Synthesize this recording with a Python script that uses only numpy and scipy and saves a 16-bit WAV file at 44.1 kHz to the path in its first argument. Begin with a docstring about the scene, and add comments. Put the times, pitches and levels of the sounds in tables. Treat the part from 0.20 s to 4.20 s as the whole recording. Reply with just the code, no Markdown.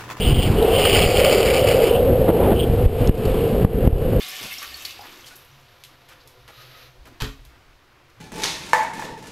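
"""A bend on coarse asphalt, heard close from a camera microphone on a drifting longboard rider.
Road texture sets the wheels humming and the deck ringing, and loose grit cracks under them.
Pushed sideways, the wheels scrape and squeal in stick-slip bursts, chirp as they grip and roll on.
Wind rumbles and thumps on the microphone; the loud thumps duck the limiter.
The camera's low sample rate adds a glassy fizz."""
import sys
import numpy as np
from scipy import signal
from scipy.fft import rfft, irfft
from scipy.io import wavfile
from scipy.ndimage import uniform_filter1d

SR = 44100
rng = np.random.default_rng(int(sys.argv[2]) if len(sys.argv) > 2 else 0)


def pcm_store(signal):
    """Save signal as 16-bit PCM."""
    levels = np.round(np.clip(np.atleast_2d(signal), -1, 1) * 32767)
    wavfile.write(sys.argv[1], SR, levels.astype(np.int16).T)


N = 176400
T = np.arange(N) / SR

# wind rumble on the microphone: t/s, level/dB
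WIND_LEVEL = [(0, -22.5), (.12, -12), (.35, -18.5), (.5, -22), (.83, -19), (1.0, -23), (1.75, -23.5),
              (1.9, -16), (2.3, -21), (2.6, -16), (2.8, -15), (3.3, -18.5), (3.6, -17), (4, -17)]
# rumble spectrum: f/Hz, relative level/dB
WIND_SPECTRUM = [(12, 0.5), (30, -1), (60, -0.5), (95, -0.5), (150, -6), (250, -9.5), (450, -21),
                 (900, -37.5), (2000, -40), (6000, -70)]
# gusts as the rider swings round: t/s, peak/dB, rise/s, fall/s
GUSTS = [(2.103, -9.5, 0.022, 0.0069), (2.27, -15.5, 0.12, 0.033), (2.331, -14, 0.036, .007)]
# spectrum of the rushing air: f/Hz, relative level/dB
RUSH_SPECTRUM = [(60, -10), (170, 2.5), (350, 5), (750, -4), (1100, -17.5), (2000, -27), (3500, -29.5),
                 (5500, -62)]
# thumps of air on the microphone: t/s, peak/dB, half width/s
THUMPS = [(0.132, -0.5, .004), (.862, -6.5, 0.0035), (2.5, -1, 0.0014), (2.665, 5, 0.0041),
          (2.896, 6, 0.0015), (3.45, 6, 0.0012), (3.677, 5, 0.0016), (3.731, 3, 0.0034),
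          (3.76, -0.5, 0.0027)]
# road noise under the wheels: t/s, level/dB
ROAD_LEVEL = [(0, -35.5), (.5, -25), (.85, -31), (1.1, -31.5), (1.7, -27.5), (1.9, -34.5), (2.6, -34.5),
              (2.85, -32), (3.15, -31), (3.6, -38), (4, -36.5)]
# road noise spectrum: f/Hz, relative level/dB
ROAD_SPECTRUM = [(150, -0.5), (300, 6), (600, 3), (1000, -0.5), (1400, -6), (2000, -11), (2900, -4),
                 (3700, -13), (4700, -16), (5600, -22.5)]
# snaps of grit: t/s, level/dB, f/Hz, decay/s
GRIT_SNAPS = [(0.426, -22.5, 3500, 0.0017), (.652, -11.5, 1250, 0.0045), (.791, -7.5, 2810, 0.0012),
              (2.873, -24, 4600, 0.0023), (2.953, -35, 4700, .002), (2.979, -37, 4700, .002),
              (3.053, -32.5, 4640, 0.0031)]
# the deck's upper ring: t/s, level/dB
DECK_LEVEL = [(0, -36), (.33, -37), (.42, -26), (.85, -30), (1.1, -30), (1.7, -30.5), (2.5, -34), (4, -39)]
# wheel hum: t/s, level/dB
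HUM_LEVEL = [(0, -26), (.33, -25.5), (.43, -14.5), (.6, -18.5), (.9, -18), (1.05, -15.5), (1.55, -16),
             (1.76, -14.5), (1.88, -16.5), (2.3, -21), (2.45, -22), (2.8, -21.5), (3.3, -20.5), (3.6, -24),
             (4, -22)]
# centre of the wheel resonance: t/s, f/Hz
HUM_PITCH = [(0, 472), (.45, 420), (.62, 473), (.95, 457), (1.05, 514), (1.75, 495.5), (2.1, 485),
             (2.6, 458), (4, 464)]
# colour around that resonance: f/Hz, relative gain/dB
HUM_COLOUR = [(100, -0.5), (300, 5), (600, 2), (900, -3), (1500, 9), (6000, -18)]
# sideways slide: t/s, scrape level/dB, squeal level/dB
SLIDE_LEVELS = [(0, -36, -29.5), (.06, -30, -24.5), (.24, -33.5, -24.5), (.32, -33.5, -53), (.42, -65, -38),
                (.505, -49, -41), (.535, -33.5, -27.5), (.6, -24.5, -20.5), (.78, -21, -21.5),
                (.85, -21, -24), (.885, -28, -33), (.95, -21, -29), (1.02, -23, -24.5), (1.15, -24, -29),
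                (1.3, -20.5, -34), (1.45, -28.5, -31), (1.51, -23.5, -28), (1.56, -29.5, -33),
                (1.68, -27.5, -31.5), (1.75, -56, -54), (1.84, -65, -65)]
# scrape spectrum: f/Hz, relative level/dB
SCRAPE_SPECTRUM = [(300, 2.5), (750, 10.5), (950, -5.5), (1250, 5), (1650, -5.5), (2250, 7.5), (2800, 6),
                   (3250, -1.5), (3750, -7), (4700, 2.5), (5300, -3.5), (5900, -19.5)]
# wheel edges digging in: t/s, peak/dB, half length/s
DIGS = [(1.024, -22.5, 0.024), (1.292, -24.5, 0.034), (1.506, -21, 0.019)]
# chirps as the wheels grip: t/s, peak/dB, half length/s, f/Hz
CHIRPS = [(1.735, -28.5, 0.04, 2920), (2.401, -29.5, 0.035, 3070)]

WIND_LUMP_DB, ROAD_ROUGH_DB = 2.5, 0.96
THUMP_RUSH_DB, THUMP_RUSH_S, THUMP_LEAD_S = -20.5, 0.0017, 0.0019
HUM_WANDER_HZ, HUM_ROUGH_DB, HUM_SWELL_DB = 22.7, 1.0, 1.36
THROBS_PER_S, THROB_JITTER, THROB_DB = 76, 0.1552, 1.74
SLIPS_PER_S, SLIP_JITTER, SLIP_DB = 140, 0.3304, 4.5
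GRAINS_PER_S, GRAIN_SPREAD_DB, SCRAPE_FLUTTER_DB = 5000, 4, 2.5
ECHO_S, ECHO_SWAY, ECHO_DB = 0.0032, 0.074, -10
SQUEAL_FLUTTER_DB, CHIRP_RISE_HZ_PER_S = 3.4, 1200
LIMIT_DB, LIMIT_SENSE_S, LIMIT_ATTACK_S, RELEASE_DB_PER_S = -5, 0.0005, 0.0017, 73.5
CAMERA_RATE_HZ, BAND_EDGE_HZ, TOP_CUT_HZ = 12000, 5750, 15250


def from_db(db):
    """Decibels to gain."""
    return 10 ** (np.asarray(db) / 20)


def unit_rms(x):
    """Scale to rms 1."""
    return x / np.sqrt(np.mean(x ** 2) + 1e-20)


def curve(rows, column=1):
    """One column of a time table at every sample."""
    rows = np.array(rows)
    return np.interp(T, rows[:, 0], rows[:, column])


def noise():
    """White noise."""
    return rng.standard_normal(N)


def drift(hz):
    """A random wander of rms 1, mostly slower than hz."""
    pole = np.exp(-2 * np.pi * hz * 20 / SR)  # one step per 20 samples
    steps = rng.standard_normal(N // 20 + 2002)
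    slow = signal.lfilter([1], [1, -2 * pole, pole * pole], steps)[2000:]
    return np.interp(np.arange(N) / 20, np.arange(len(slow)), unit_rms(slow))


def colour(x, spectrum):
    """Shape a sound with a spectrum table; rms 1."""
    hz, db = np.transpose(spectrum)
    bins_hz = np.maximum(np.arange(N // 2 + 1) * SR / N, 1)
    gain = from_db(np.interp(np.log(bins_hz), np.log(hz), db))
    return unit_rms(irfft(rfft(x) * gain, N))


def resonate(x, hz, width_hz):
    """A steep-sided resonance whose centre may move; rms 1."""
    carrier = np.exp(2j * np.pi * np.cumsum(hz * np.ones(N)) / SR)
    pole = np.exp(-np.pi * width_hz / SR)
    baseband = signal.lfilter([1], [1, -2 * pole, pole * pole], x / carrier)
    return unit_rms((baseband * carrier).real)


def steady(x, span_s):
    """Even out swells longer than the span."""
    return x / np.sqrt(uniform_filter1d(x * x, max(int(span_s * SR), 2)) + 1e-9)


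def swell(at_s, rise_s, fall_s):
    """A bell-shaped envelope of height 1."""
    return np.exp(-((T - at_s) / np.where(T < at_s, rise_s, fall_s)) ** 2)


def pulsing(per_s, jitter, depth_db):
    """A gain that swings up and down at an unsteady rate."""
    phase = 2 * np.pi * np.cumsum(per_s * (1 + jitter)) / SR
    return from_db(depth_db * np.cos(phase))


def wind():
    """Air right on the microphone: lumpy rumble, brighter gusts, pressure thumps led by a short rush."""
    rumble = steady(colour(noise(), WIND_SPECTRUM), span_s=0.096)
    lumps = unit_rms(from_db(WIND_LUMP_DB * drift(13)))
    rush = steady(colour(noise(), RUSH_SPECTRUM), span_s=0.01)
    air = rumble * lumps * from_db(curve(WIND_LEVEL))
    for at_s, db, rise_s, fall_s in GUSTS:
        air += from_db(db) * swell(at_s, rise_s, fall_s) * rush
    for at_s, db, half_s in THUMPS:
        lead = from_db(THUMP_RUSH_DB) * swell(at_s - THUMP_LEAD_S, THUMP_RUSH_S, THUMP_RUSH_S) * rush
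        air += from_db(db) * (swell(at_s, half_s, half_s) + lead)
    return air


def road_noise():
    """Coarse asphalt lays a broad, rough noise under the rolling wheels."""
    texture = noise() * from_db(ROAD_ROUGH_DB * drift(99))
    return colour(texture, ROAD_SPECTRUM) * from_db(curve(ROAD_LEVEL))


def grit():
    """Loose stones crack under a wheel."""
    snaps = np.zeros(N)
    for at_s, db, hz, decay_s in GRIT_SNAPS:
        ring = steady(resonate(noise(), hz, width_hz=1600), span_s=0.0017)
        decay = (T >= at_s) * np.exp(-np.abs(T - at_s) / decay_s)
        snaps += from_db(db) * ring * decay
    return snaps


def deck_ring():
    """The road rings the deck underfoot, most as the board is pushed sideways."""
    return resonate(noise(), hz=714, width_hz=164) * from_db(curve(DECK_LEVEL))


def wheel_hum():
    """Road texture drives a wheel resonance that shifts with load and throbs."""
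    texture = noise() * from_db(HUM_ROUGH_DB * drift(38))
    ring = resonate(texture, curve(HUM_PITCH) + HUM_WANDER_HZ * drift(21), width_hz=120)
    hum = steady(colour(ring, HUM_COLOUR), span_s=0.034)
    throb = pulsing(THROBS_PER_S, THROB_JITTER * drift(7.95), THROB_DB)
    swells = from_db(HUM_SWELL_DB * drift(26))
    return unit_rms(hum * throb * swells) * from_db(curve(HUM_LEVEL))


def scrape(slips):
    """Stones tear at the skidding wheels; the microphone also hears it bounce off the crouching rider."""
    sizes = from_db(GRAIN_SPREAD_DB * np.minimum(rng.exponential(1, N), 4))
    grains = sizes * rng.choice([-1, 1], N) * (rng.random(N) < GRAINS_PER_S / SR)
    flutter = from_db(SCRAPE_FLUTTER_DB * drift(26))
    direct = colour(grains * np.sqrt(slips) * flutter, SCRAPE_SPECTRUM)
    delay_s = ECHO_S * (1 + ECHO_SWAY * drift(0.5))
    echo = from_db(ECHO_DB) * np.interp(T - delay_s, T, direct)
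    return unit_rms(direct + echo) * from_db(curve(SLIDE_LEVELS))


def squeal(slips, hz, width_hz):
    """The rubbery ring of a wheel, surging at every slip; rms 1."""
    ring = steady(resonate(noise(), hz, width_hz), span_s=0.0051)
    flutter = from_db(SQUEAL_FLUTTER_DB * drift(33))
    return unit_rms(ring * slips * flutter)


def grip_chirps(slips):
    """The wheels give a short rising squeal as they grip."""
    chirps = np.zeros(N)
    for at_s, db, half_s, hz in CHIRPS:
        glide_hz = CHIRP_RISE_HZ_PER_S * np.clip(T - at_s, -2 * half_s, 2 * half_s)
        chirps += from_db(db) * swell(at_s, half_s, half_s) * squeal(slips, hz + glide_hz, width_hz=440)
    return chirps


def edge_digs(slips):
    """The wheel edges dig in with a lower rasp."""
    bursts = sum(from_db(db) * swell(at_s, half_s, half_s) for at_s, db, half_s in DIGS)
    return squeal(slips, hz=2250, width_hz=1500) * bursts


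def slide():
    """Close below the microphone the wheels stick and slip; that one pulse drives all the skid sounds."""
    slips = pulsing(SLIPS_PER_S, SLIP_JITTER * drift(59.8), SLIP_DB)
    skid = scrape(slips) + grip_chirps(slips) + edge_digs(slips)
    return skid + squeal(slips, hz=2985, width_hz=405) * from_db(curve(SLIDE_LEVELS, column=2))


def scene():
    """One microphone rides with the board and feeds both channels."""
    mono = wheel_hum() + deck_ring() + road_noise() + slide() + grit() + wind()
    return np.tile(mono, (2, 1))


def limiter(x):
    """Loud swings pull the gain down quickly; it creeps back."""
    power = uniform_filter1d((x * x).mean(axis=0), int(LIMIT_SENSE_S * SR))
    over_db = np.maximum(10 * np.log10(np.abs(power) + 1e-9) - LIMIT_DB, 0)
    held_db = np.maximum.accumulate(over_db + RELEASE_DB_PER_S * T) - RELEASE_DB_PER_S * T
    pole = np.exp(-1 / (LIMIT_ATTACK_S * SR))
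    return x * from_db(-signal.lfilter([1 - pole], [1, -pole], held_db))


def record(dry):
    """The camera: limiter, bass cut, a low sample rate and a top cut."""
    x = signal.sosfilt(signal.butter(1, 18, "high", fs=SR, output="sos"), limiter(dry))
    x = signal.sosfilt(signal.butter(14, BAND_EDGE_HZ, fs=SR, output="sos"), x)
    coarse = np.clip(signal.resample(x, N * CAMERA_RATE_HZ // SR, axis=1), -1, 1)
    # held steps mirror the sound into the treble as fizz
    stepped = signal.resample(np.repeat(coarse, 4, axis=1), N, axis=1)
    return signal.sosfilt(signal.ellip(12, 0.1, 90, TOP_CUT_HZ, fs=SR, output="sos"), stepped)


dry = scene()
out = record(dry)
pcm_store(out)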